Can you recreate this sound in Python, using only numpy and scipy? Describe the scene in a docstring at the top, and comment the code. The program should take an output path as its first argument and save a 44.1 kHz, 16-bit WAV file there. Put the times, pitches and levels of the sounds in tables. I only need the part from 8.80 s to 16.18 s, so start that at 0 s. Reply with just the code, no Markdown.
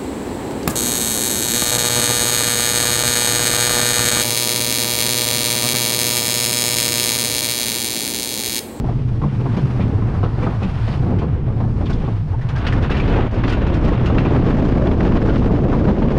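"""A hollow boom and knocking wheels, close up: the last car of a wooden roller coaster, in open air.
The track shakes the car body; the wheels roar on the rails and their flanges grind in a high curve.
From about 3 s the train tips over the crest and dives, and couplings and lap bars rattle.
Wind buffets the on-board microphone, harder as the speed builds, and the camera limits the peaks."""
import sys
import numpy as np
from scipy import signal
from scipy.fft import rfft, irfft
from scipy.io import wavfile
from scipy.ndimage import uniform_filter1d, minimum_filter1d, map_coordinates

SR = 44100
rng = np.random.default_rng(int(sys.argv[2]) if len(sys.argv) > 2 else 0)


def put_to_file(sound):
    """Save the sound as 16-bit audio at rate SR, in the file named by the first command-line argument."""
    columns = np.atleast_2d(sound).T  # one column per channel
    safe = np.clip(columns, -1, 1)
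    whole_steps = np.round(safe * 32767)
    wavfile.write(sys.argv[1], SR, whole_steps.astype(np.int16))


N = 325458
TIME = np.arange(N) / SR

# air on the microphone, calm in the lee of the crest, strong in the dive: t/s, buffet/dB, eddy rush/dB
AIRFLOW = [(0, -22, -23.5), (.25, -22.5, -29.5), (.45, -21.5, -28), (.62, -27, -24.5), (.88, -27, -26),
           (1.02, -21.5, -22.5), (1.35, -22, -26), (1.6, -23, -29.5), (2.0, -21.5, -32.5), (2.18, -23, -29),
           (2.32, -24.5, -26.5), (2.6, -22, -28), (2.85, -21, -27.5), (3.17, -17, -23.5),
           (3.36, -25.5, -33.5), (3.65, -24.5, -34), (3.95, -16.5, -23), (4.5, -18.5, -22),
           (5.0, -16, -21.5), (5.7, -17, -18), (6.35, -15, -17), (7.38, -18.5, -18)]
# gusts and lulls on top of that flow: middle t/s, length/s, change/dB
GUST_SWELLS = [(.5, 0.067, -9), (1.625, 0.094, 6.5), (2.315, 0.46, 6.5), (3.262, .03, -5),
               (3.96, 0.052, 1.5), (4.08, 0.065, -5.5), (4.34, 0.27, 4), (4.505, 0.078, -13.5),
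               (4.62, .04, -5), (5.065, 0.11, 3.5), (5.18, 0.083, -6.5), (5.37, 0.073, 6), (5.285, .03, -2),
               (5.44, .035, -2.5), (5.495, 0.035, -6), (5.775, 0.032, 0), (5.811, 0.032, -3),
               (5.9, 0.071, -1), (6.152, 0.074, -3.5), (6.192, 0.028, -4), (6.308, 0.028, -1),
               (6.355, 0.056, 1.5), (6.395, .04, -10), (6.695, 0.032, -2.5), (6.8, 0.083, -2.5),
               (7.09, 0.096, 3), (7.15, 0.078, -5.5), (7.24, .06, 1.5)]
# flow tearing at the microphone port in the dive: t/s, level/dB relative to the eddy rush
PORT_TEARING = [(3.55, -42), (3.85, -15.5), (4.4, -13.5), (5.3, -12.5), (6.3, -13.5), (6.75, -15.5),
                (7.38, -14.5)]
# instants when chatter and crackle ease off: middle t/s, length/s, change/dB
BRIEF_LULLS = [(3.66, 0.075, -5), (4.0, .04, -10), (4.785, .08, -2), (5.0, 0.057, -7), (6.143, 0.038, -5),
               (6.195, 0.024, -4), (6.222, .02, -7), (6.31, 0.025, 0), (6.53, .05, 0.5), (6.70, .04, -9),
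               (6.865, 0.043, -8)]
# spectra of the wind on the microphone: f/Hz, level/dB
BUFFET_SPECTRUM = [(8, -11.5), (22, 1.5), (35, 2.5), (55, 1.5), (85, 3), (110, -2.5), (170, -5.5),
                   (300, -73), (1000, -120)]
EDDY_SPECTRUM = [(50, -27.5), (125, -6), (165, 3), (270, 0.5), (400, -6.5), (520, -10), (700, -20),
                 (1000, -23.5), (2000, -49), (4000, -55), (8000, -78.5), (14000, -110)]
CRACKLE_SPECTRUM = [(150, -11.5), (480, 8), (1000, 0), (1700, -4.5), (3000, -15.5), (5000, -33),
                    (7000, -39.5), (10000, -56), (14000, -87)]
FIZZ_SPECTRUM = [(500, -23.5), (3000, 1.5), (5000, 3), (6500, -5.5), (8400, -15), (9500, -27), (12000, -42),
                 (14000, -60)]
# short dry cracks and clicks, mostly amid the dive's wind crackle: t/s, level/dB
SHARP_CRACKS = [(3.106, -36), (3.8695, -21), (4.1987, -26), (4.637, -27), (4.679, -23), (5.177, -30),
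                (5.3826, -18.5), (5.522, -33), (6.071, -25), (6.113, -26), (6.206, -26), (6.2765, -28),
                (6.321, -33), (6.368, -26), (6.496, -27), (6.557, -27), (6.626, -34), (7.087, -30),
                (7.224, -29.5), (7.2841, -30.5)]
# spectrum of those cracks: f/Hz, level/dB
SNAP_SPECTRUM = [(300, -15.5), (1200, 14), (3000, 5), (5000, -10.5), (8000, -37.5), (11000, -54.5),
                 (14000, -79.5)]

# wheel flanges grinding in the high curve: t/s, level/dB
FLANGE_GRIND = [(0, -83.5), (1.2, -78), (1.55, -54), (1.95, -61), (2.12, -46), (2.4, -76), (2.7, -88)]
# wheels running under the car: t/s, roar/dB, chatter of loose fittings/dB, hiss/dB
ROLLING = [(0, -40.5, -55.5, -56.5), (.3, -45.5, -51.5, -58), (.6, -36.5, -46.5, -53.5),
           (.85, -39.5, -49.5, -53.5), (1.15, -36, -50, -55.5), (1.55, -36, -51, -56.5),
           (2.12, -37, -43.5, -52), (2.35, -39, -53.5, -61.5), (2.6, -40, -50.5, -63),
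           (2.9, -41, -58.5, -58), (3.25, -40, -46, -56), (3.52, -43.5, -56, -60), (3.88, -31, -43, -58.5),
           (4.25, -31, -37.5, -61), (4.55, -33.5, -43.5, -67), (5.1, -33, -41, -59.5), (5.5, -33, -43, -62),
           (6.2, -45, -47.5, -61.5), (7.38, -36.5, -46.5, -60.5)]
# spectra of that rolling noise: f/Hz, level/dB
ROAR_SPECTRUM = [(60, -27.5), (200, -10), (450, -1.5), (750, 2), (1100, -1), (1600, -6.5), (2500, -16.5),
                 (5000, -43.5), (14000, -94.5)]
CHATTER_SPECTRUM = [(200, -30.5), (600, -10), (1200, 0.5), (1700, 0.5), (2200, 0.5), (2750, 0.5),
                    (3600, -4.5), (5000, -21.5), (6100, -30), (6650, -27), (7200, -42), (8000, -45.5),
                    (14000, -76.5)]
HISS_SPECTRUM = [(500, -27.5), (2000, -2.5), (4400, 0), (5300, -2), (6500, -8.5), (7800, -12.5),
                 (10000, -16), (12000, -23), (14000, -47.5)]

# couplings squeaking and groaning: t/s, length/s, start f/Hz, end f/Hz, level/dB
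COUPLING_RUBS = [(0.41, 0.055, 1026, 1090, -35), (0.755, 0.057, 201, 144, -12.5),
                 (0.817, 0.052, 148, 110, -11), (3.05, 0.04, 3260, 3370, -45),
                 (1.83, 0.058, 199, 190, -19.5), (3.528, 0.036, 827, 969.8, -32.5),
                 (3.913, .044, 1620, 1850, -33)]
# lap bars and couplings shaking: t/s, clatter/dB, jingle/dB, clank f/Hz, clank/dB
BAR_HITS = [(0.765, -25.5, -48.5, 1440, -41), (1.005, -27, -63, 2362, -34), (1.435, -30, -59, 1290, -26),
            (1.625, -26.5, -63, 2020, -33), (1.826, -25, -49, 2520, -33.5), (2.077, -30, -52, 2130, -43),
            (2.385, -27, -56, 1471, -40), (3.056, -27, -53, 3300, -37), (3.097, -34, -45.5, 1480, -28),
            (3.129, -38, -48.5, 3430, -38), (3.612, -34, -55, 1775, -29.5), (3.686, -26, -50, 1890, -32),
            (3.757, -25, -50, 1606, -25), (3.777, -31, -49, 1480, -31), (3.812, -32, -58, 1520, -30),
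            (3.846, -25, -61, 1470, -23), (3.866, -17.5, -39, 2890, -23), (3.923, -24, -46, 1800, -22),
            (3.975, -37, -55, 1480, -36), (4.024, -24.5, -48, 3400, -33), (4.099, -22, -48, 1620, -26),
            (4.112, -21, -48, 2680, -22), (4.145, -25, -54, 1820, -25), (4.168, -29, -46.5, 2730, -20),
            (4.199, -29, -50, 2330, -19.5), (4.275, -21.5, -55, 1468, -34), (4.324, -34, -54, 2600, -28),
            (4.36, -32, -65, 1620, -21), (4.462, -42, -62, 1495, -35), (4.510, -39, -56, 2700, -43),
            (4.541, -28.5, -54, 2505, -38), (4.634, -20.5, -58, 2020, -27),
            (4.677, -20.5, -48.5, 1490, -23), (4.694, -29, -42.5, 2385, -25), (4.722, -22, -48, 2780, -27),
            (4.810, -30, -60, 1590, -26), (4.865, -30, -52, 2600, -33), (4.938, -29, -47, 1476, -29),
            (5.046, -37, -47.5, 2762, -37), (5.076, -33, -53, 1710, -35), (5.258, -22.5, -45.5, 2886, -31),
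            (5.382, -24, -56, 2643, -33), (5.451, -28, -57, 2410, -24), (5.545, -29, -63, 1499, -27),
            (5.668, -34, -60, 1600, -35), (6.229, -29, -54, 2270, -33), (6.357, -27, -58, 1450, -26),
            (6.488, -26.5, -62.5, 1430, -19), (6.576, -32, -51, 2700, -37)]
# modes of a clanking bar: multiple of the clank pitch, level/dB, decay/s
BAR_MODES = [(.63, -9, .005), (.82, -12, 0.005), (1.0, -4, 0.0095), (1.09, -7, .008), (1.27, -15.5, .004),
             (1.5, -16, 0.0046)]
# modes of the steel fittings and of the smallest steel parts: f/Hz, level/dB, t60/s
FITTING_MODES = [(1468, 9, 0.09), (1920, 3, 0.06), (2080, -2.5, 0.052), (2405, 3, 0.082), (2585, 0, 0.098),
                 (2734, 0, 0.12), (3040, -2, 0.087), (3280, -6, 0.1), (3530, -8, 0.1), (4320, -12.5, 0.16),
                 (5700, -18, 0.1), (6500, -23.5, 0.084), (6800, -25.5, 0.085), (7280, -31, .18)]
TINKLE_MODES = [(4950, -2.5, .05), (5850, -3, .06), (6050, -4, .06), (6580, -1, .11), (6850, -4, .1),
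                (10600, -21, .1)]
# spectra of the bars and small parts: f/Hz, level/dB
CLATTER_SPECTRUM = [(100, -41.5), (300, -9.5), (900, 8.5), (1700, 7), (2900, 3.5), (4000, -3.5),
                    (5400, -12.5), (6800, -29.5), (9000, -42), (14000, -83.5)]
JINGLE_SPECTRUM = [(800, -31.5), (3400, 4.5), (5000, 5.5), (6100, -1), (6650, -5), (7200, -9), (8600, -12),
                   (10600, -19.5), (11600, -29.5), (14000, -55.5)]

# wheel sets knocking on the rails: t/s, woody clunk/dB, ring f/Hz, ring/dB, floor thump/dB
WHEEL_KNOCKS = [(0.043, -22, 640, -23, -32), (0.088, -28, 726, -18.5, -31), (0.418, -31, 1094, -21, -36),
                (0.436, -20, 1029, -19, -16.5), (0.657, -30, 804, -19, -33), (0.663, -33, 1070, -20, -35),
                (0.772, -17, 480, -21.5, -22), (0.995, -19, 557, -17, -17),
                (1.221, -30, 1038, -21.5, -19.5), (1.431, -11, 1000, -17.5, -16.5),
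                (1.584, -34, 416, -19, -28), (1.632, -22, 497, -15.5, -31), (1.666, -20, 900, -17, -23),
                (1.671, -22, 1234, -16, -33), (1.820, -18.5, 793, -20.5, -19.5),
                (2.078, -24, 647, -20.5, -20), (2.264, -24, 710, -21.5, -16), (2.308, -21, 650, -17.5, -28),
                (2.418, -18, 690, -18.5, -26), (2.68, -21.5, 718, -20.5, -26),
                (2.803, -17, 837, -19.5, -31), (2.839, -22, 760, -24, -21), (3.010, -19.5, 600, -20, -23),
                (3.096, -18, 815, -22, -21), (3.236, -20.5, 560, -20.5, -30), (3.278, -21, 902, -19.5, -30),
                (3.952, -27, 800.8, -21, -38), (4.096, -19, 810.3, -19, -23), (4.34, -16, 758, -22, -27),
                (4.381, -15, 850, -24, -28), (4.637, -22, 800, -22, -30), (5.080, -23, 1085, -17, -27),
                (5.119, -15, 602, -19, -33), (5.297, -16, 1070, -16, -27), (5.459, -17, 1000, -15, -28),
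                (5.507, -17, 722, -20, -21), (5.548, -14.5, 892, -17.5, -29), (5.665, -14, 1050, -21, -19),
                (5.787, -26, 710, -22, -22), (5.824, -23, 606, -21, -15), (5.956, -20, 750, -23, -20),
                (6.070, -18, 935, -20, -26), (6.122, -20.5, 804, -19, -23), (6.205, -19, 759, -19, -23),
                (6.233, -21, 860, -23, -20), (6.32, -19, 973, -18, -26), (6.363, -14, 776, -18, -30),
                (6.621, -24, 950, -18.5, -24), (6.708, -24, 860, -16, -20), (6.734, -17.5, 740, -22, -27),
                (6.852, -23, 760, -21, -23), (6.918, -24, 720, -19, -24), (6.936, -15, 960, -15, -17),
                (7.084, -11, 757, -14, -10.5), (7.221, -21, 904, -15.5, -13), (7.321, -22, 820, -22, -31)]
# hollow modes of a wheel set: multiple of the ring pitch, level/dB, decay/s
WHEEL_SET_MODES = [(.56, -12, 0.0056), (.74, -8.5, 0.0054), (.87, -7.5, .007), (1.0, -4.5, 0.0071),
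                   (1.2, -12, .006), (1.45, -19.5, 0.0036), (1.9, -22.5, .003)]
# spectra of the clunk and of the frame's rumble after it: f/Hz, level/dB
CLUNK_SPECTRUM = [(90, -8), (200, -9), (400, 9.5), (650, 2.5), (1100, 1), (1500, -13.5), (2600, -20.5),
                  (4500, -29), (9000, -54.5), (14000, -92)]
SHUDDER_SPECTRUM = [(60, -20.5), (170, 3), (280, 0), (450, -7.5), (800, -20), (2000, -46.5), (14000, -100)]
# resonance of the hollow car body, before the load acts on it: t/s, f/Hz, level/dB
BODY_BOOM = [(0, 123.3, -20), (.6, 126, -20.5), (1.2, 120.9, -18), (1.85, 122.2, -23), (2.08, 124.2, -21),
             (2.4, 120.2, -21), (2.8, 115.8, -18.5), (3.15, 110.5, -29.5), (3.35, 115.8, -17.5),
             (4.2, 117.8, -22), (5.0, 113.2, -25.5), (5.7, 131.2, -20), (6.4, 118.8, -28),
             (7.38, 134, -23.5)]
# the boom swells as the car leans on the track, slackens as it lifts: middle t/s, length/s, change/dB
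LOAD_SWELLS = [(.035, 0.06, -7), (.3, 0.073, 2), (.57, 0.11, 4), (.72, 0.1, 2.5), (.81, 0.17, -9),
               (1.17, 0.064, 0.5), (1.3, 0.063, -4.5), (1.45, 0.093, 4.5), (1.72, 0.063, -9.5),
               (1.79, 0.089, 2.5), (1.88, 0.07, -8.5), (2.04, 0.13, 4), (2.28, .1, -8), (2.47, 0.098, -5.5),
               (2.55, 0.092, 4), (2.63, 0.11, -6), (2.81, 0.18, 2.5), (3.23, .12, -6.5), (3.35, 0.072, 2.5),
               (3.46, .1, -10), (3.55, .07, 3), (3.63, 0.057, -4.5)]


def undb(db):
    """Decibels to gain."""
    return 10 ** (np.asarray(db) / 20)


def unit(x):
    """Scale to rms 1."""
    return x / np.sqrt(np.mean(np.abs(x) ** 2))


def add(track, s, sound):
    """Mix a sound into the track, starting at s seconds."""
    start = int(s * SR)
    track[start:start + len(sound)] += sound[:N - start]


def curves(table):
    """The columns of a control table, one value per sample."""
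    s, *columns = np.transpose(table)
    return [np.interp(TIME, s, column) for column in columns]


def swells(table):
    """Level change in dB from smooth swells and lulls (middle t/s, length/s, change/dB)."""
    change_db = np.zeros(N)
    for s, length, db in table:
        add(change_db, s - length / 2, db * np.hanning(int(length * SR)))
    return change_db


def walk(rate_hz):
    """Smooth random motion of rms 1 that changes about rate_hz times a second."""
    hold = max(int(SR / rate_hz), 1)
    steps = np.repeat(rng.standard_normal(N // hold + 1), hold)[:N]
    return unit(uniform_filter1d(steps, hold))


def colour(x, spectrum):
    """Pass x through a minimum-phase filter of unit energy with the given shape (f/Hz, level/dB)."""
    size = 8192
    hz, db = np.transpose(spectrum)
    bin_hz = np.arange(size // 2 + 1) * SR / size
    log_gain = np.log(undb(np.interp(np.log(bin_hz + 1), np.log(hz), db)))
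    cepstrum = irfft(log_gain)
    cepstrum[1:size // 2] *= 2
    cepstrum[size // 2 + 1:] = 0
    response = irfft(np.exp(rfft(cepstrum)))
    return signal.fftconvolve(x, response / np.linalg.norm(response))[:N]


def steady(x, span_s):
    """Even out the swells of a noise that are slower than span_s."""
    return x / np.sqrt(uniform_filter1d(np.abs(x) ** 2, int(span_s * SR)) + 1e-9)


def blows(table, rise_s, length_s, tail_db, tail_s, bounce_hz, grit_db):
    """Contact force of blows (t/s, level/dB): a quick scrape, then a tail as the part bounces to rest."""
    power, age = np.zeros(N), TIME[:SR // 3]
    decay = np.exp(-2 * age / length_s) + undb(tail_db) ** 2 * np.exp(-2 * age / tail_s)
    one_blow = decay * (1 - np.exp(-age / rise_s)) ** 2
    for s, db in table:
        add(power, s, undb(db) ** 2 * one_blow)
    grit = rng.standard_normal(N) * undb(grit_db * walk(bounce_hz))
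    return np.sqrt(power) * steady(grit, span_s=0.0012)


def strikes(table, modes, rebound_s, rebound_db):
    """Strikes (t/s, f/Hz, level/dB) on a ringing part; each rebounds once, and no two ring alike."""
    out, age = np.zeros(N), TIME[:SR // 8]
    attack = 1 - np.exp(-age / .0004)
    for s, hz, db in table:
        for bounce in (0, 1):
            lag, *shades = rng.standard_normal(len(modes) + 1)
            ring = sum(undb(mode_db + 2 * shade) * np.sin(2 * np.pi * hz * ratio * age)
                       * np.exp(-age / decay_s) for (ratio, mode_db, decay_s), shade in zip(modes, shades))
            delay_s = bounce * rebound_s * undb(2 * lag)
            add(out, s + delay_s, ring * attack * undb(db + bounce * rebound_db))
    return out


def steel(force, modes, count=3, pitch_spread=.012):
    """Several steel fittings, each tuned a little differently, ring as the force reaches them by turns."""
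    out, age = 0, TIME[:SR // 2]
    for tunings in 1 + pitch_spread * rng.standard_normal((count, len(modes))):
        ring = sum(undb(db - 60 * age / t60) * np.sin(2 * np.pi * hz * tuning * age)
                   for (hz, db, t60), tuning in zip(modes, tunings))
        out = out + signal.fftconvolve(force * walk(20), ring / np.linalg.norm(ring))[:N]
    return out / np.sqrt(count)


def port_crackle(eddies, rush_db):
    """In the dive the flow keeps tearing at the microphone port and settling: rough, fizzy bursts."""
    dive_db, = curves(PORT_TEARING)
    tear_db = 6.5 * np.tanh(2 * walk(rate_hz=120))
    tearing = unit(np.tanh(np.abs(eddies)) * undb(tear_db))
    crackle = colour(steady(rng.standard_normal(N) * tearing, span_s=0.13), CRACKLE_SPECTRUM)
    fizz = colour(steady(rng.standard_normal(N) * tearing ** 0.36, span_s=0.2), FIZZ_SPECTRUM)
    flicker_db = 2.5 * np.tanh(walk(rate_hz=43.5))
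    return (crackle + undb(-22.5) * fizz) * undb(rush_db + dive_db + swells(BRIEF_LULLS) + flicker_db)


def wind(gust_db):
    """Large eddies push on the microphone, small ones break off in puffs; returns sound and puff gain."""
    buffet_db, rush_db = curves(AIRFLOW)
    buffet = steady(colour(rng.standard_normal(N), BUFFET_SPECTRUM), span_s=0.052)
    puffs = undb(1.55 * walk(rate_hz=110))
    eddies = colour(rng.standard_normal(N) * puffs, EDDY_SPECTRUM)
    # faster air sweeps each eddy past sooner, so the rush rises in pitch
    speed = np.interp(TIME, [3.3, 4.6, 7.0], [.88, 1.12, 1.16])
    eddies = steady(map_coordinates(eddies, [np.cumsum(speed)], order=3, mode="mirror"), span_s=.05)
    air = buffet * undb(buffet_db + 0.79 * gust_db) + eddies * undb(rush_db + gust_db)
    return air + port_crackle(eddies, rush_db + 0.94 * gust_db), puffs


def dry_snaps():
    """Short dry cracks and clicks with hardly any tail, mostly amid the dive's wind crackle."""
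    bursts = blows(SHARP_CRACKS, rise_s=.0002, length_s=.006,
                   tail_db=-13, tail_s=.02, bounce_hz=300, grit_db=2)
    return colour(bursts, SNAP_SPECTRUM)


def flanges(pitch_hz=4320, width_hz=1500):
    """In the curve the wheel flanges grind on the rail: a faint, unsteady, noisy whine."""
    db, = curves(FLANGE_GRIND)
    grind = uniform_filter1d(rng.standard_normal(N), int(SR / width_hz))
    grind = unit(uniform_filter1d(grind, int(SR / width_hz / 2))) * undb(2.5 * walk(rate_hz=18))
    return np.sqrt(2) * grind * np.cos(2 * np.pi * pitch_hz * TIME) * undb(db - 5.5)


def jolts(height_db=1.5, decay_s=0.078):
    """Level change in dB of the running gear, which flares after each knock and settles in between."""
    flare, age = np.zeros(N), TIME[:SR // 3]
    for s, *_ in WHEEL_KNOCKS:
        add(flare, s, np.exp(-age / decay_s))
    flare = uniform_filter1d(np.minimum(flare, 1), int(.004 * SR))
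    return height_db * (flare - flare.mean())


def wheels(puffs, gust_db, taps_per_s=460):
    """Under the car, wheels roar and hiss and shake loose fittings; gusty air makes it all flutter."""
    roar_db, chatter_db, hiss_db = curves(ROLLING)
    jolt_db = jolts()
    flutter = unit(puffs ** 0.4 * undb(1.6 * walk(rate_hz=50)))
    roar = unit(colour(rng.standard_normal(N) * flutter, ROAR_SPECTRUM))
    impacts = unit(rng.uniform(-1, 1, N) * (rng.random(N) < taps_per_s / SR))
    taps = impacts + undb(2) * rng.standard_normal(N)
    taps = unit(taps * flutter) * undb(chatter_db + jolt_db + swells(BRIEF_LULLS))
    chatter = colour(taps, CHATTER_SPECTRUM) + undb(-15.5) * steel(taps, FITTING_MODES)
    hiss = colour(rng.standard_normal(N) * flutter ** .5, HISS_SPECTRUM)
    rolling = roar * undb(roar_db + jolt_db) + hiss * undb(hiss_db)
    return rolling * undb(0.47 * gust_db) + chatter * undb(0.16 * gust_db)


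def coupling_squeaks():
    """Couplings rub as the cars sway and tip over the crest: brief, rough glides."""
    out, waver = np.zeros(N), walk(rate_hz=500)
    scrape = unit(undb(4 * walk(rate_hz=400)))
    for s, length, start_hz, end_hz, db in COUPLING_RUBS:
        size = int(length * SR)
        hz = np.linspace(start_hz, end_hz, size) * (1 + 0.065 * waver[int(s * SR):][:size])
        glide = np.sqrt(2) * np.sin(2 * np.pi * np.cumsum(hz) / SR)
        add(out, s, undb(db) * np.hanning(size) * glide)
    return out * scrape


def bar_rattles():
    """Close by, lap bars and couplings clank and clatter to rest; small steel parts jingle along."""
    hits = np.array(BAR_HITS)
    force = blows(hits[:, [0, 1]], rise_s=0.0029, length_s=0.021,
                  tail_db=-9, tail_s=0.055, bounce_hz=290, grit_db=5)
    shake = blows(hits[:, [0, 2]], rise_s=0.004, length_s=0.011,
                  tail_db=-20.5, tail_s=.045, bounce_hz=206, grit_db=0)
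    clatter = undb(-7.5) * colour(force, CLATTER_SPECTRUM) + undb(-12) * steel(force, FITTING_MODES)
    clanks = strikes(hits[:, [0, 3, 4]], BAR_MODES, rebound_s=0.014, rebound_db=-3.5)
    buzz = unit(undb(3.5 * walk(rate_hz=448.4)))  # a loose bar buzzes against its stop as it rings
    jingle = undb(9) * colour(shake, JINGLE_SPECTRUM) + undb(-6) * steel(shake, TINKLE_MODES)
    return clatter + clanks * buzz + jingle


def frame_shudder():
    """Each wheel knock leaves a brief low rumble in the frame; its level follows the hollow ring's."""
    knocks = np.array(WHEEL_KNOCKS)[:, [0, 3]]
    force = blows(knocks, rise_s=0.0013, length_s=0.027,
                  tail_db=-19.5, tail_s=0.076, bounce_hz=60, grit_db=-1)
    return undb(-3.5) * colour(force, SHUDDER_SPECTRUM)


def wheel_knocks(thump_hz=195):
    """Wheel sets take up their play against the rails: woody clunk, hollow ring and floor thump."""
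    knocks = np.array(WHEEL_KNOCKS)
    force = blows(knocks[:, :2], rise_s=0.00026, length_s=0.024,
                  tail_db=-14, tail_s=0.052, bounce_hz=225, grit_db=5)
    clunks = undb(-8.5) * colour(force, CLUNK_SPECTRUM)
    rings = strikes(knocks[:, [0, 2, 3]], WHEEL_SET_MODES, rebound_s=.0095, rebound_db=-10)
    thumps, age = np.zeros(N), TIME[:SR // 6]
    envelope = np.exp(-age / 0.048) * (1 - np.exp(-age / 0.0016))
    for s, *_, thump_db in knocks:
        hz = thump_hz * (1 + 0.1 * rng.standard_normal())
        add(thumps, s, undb(thump_db) * envelope * np.sin(2 * np.pi * hz * age))
    return clunks + rings + thumps


def car_body():
    """Rough track keeps one broad resonance of the car booming; more load makes it louder and lower."""
    hz, db = curves(BODY_BOOM)
    load_db = swells(LOAD_SWELLS)
    waver = 0.0739 * walk(rate_hz=17)
    hz = hz * (1 - 0.04 * load_db + waver)
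    shake = steady(walk(rate_hz=36) + 1j * walk(rate_hz=36), span_s=0.068)
    boom = np.real(shake * np.exp(2j * np.pi * np.cumsum(hz) / SR))
    return unit(boom) * undb(db + load_db)


def scene():
    """One microphone on the last car, in open air; every source rides along with it."""
    gust_db = swells(GUST_SWELLS)
    air, puffs = wind(gust_db)
    running = car_body() + wheels(puffs, gust_db) + flanges() + wheel_knocks() + frame_shudder()
    return (air + running + bar_rattles() + dry_snaps() + coupling_squeaks())[None]


def record(dry):
    """The on-board camera gently turns down the loudest peaks and cuts the top."""
    ceiling, top_hz, hold = .66, 14000, int(0.01 * SR)
    gain = (1 + (np.abs(dry) / ceiling) ** 6) ** (-1 / 6)
    gain = uniform_filter1d(minimum_filter1d(gain, hold), hold)
    lowpass = signal.ellip(8, .2, 70, top_hz, fs=SR, output="sos")
    return signal.sosfilt(lowpass, dry * gain)


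dry = scene()
out = record(dry)
put_to_file(out)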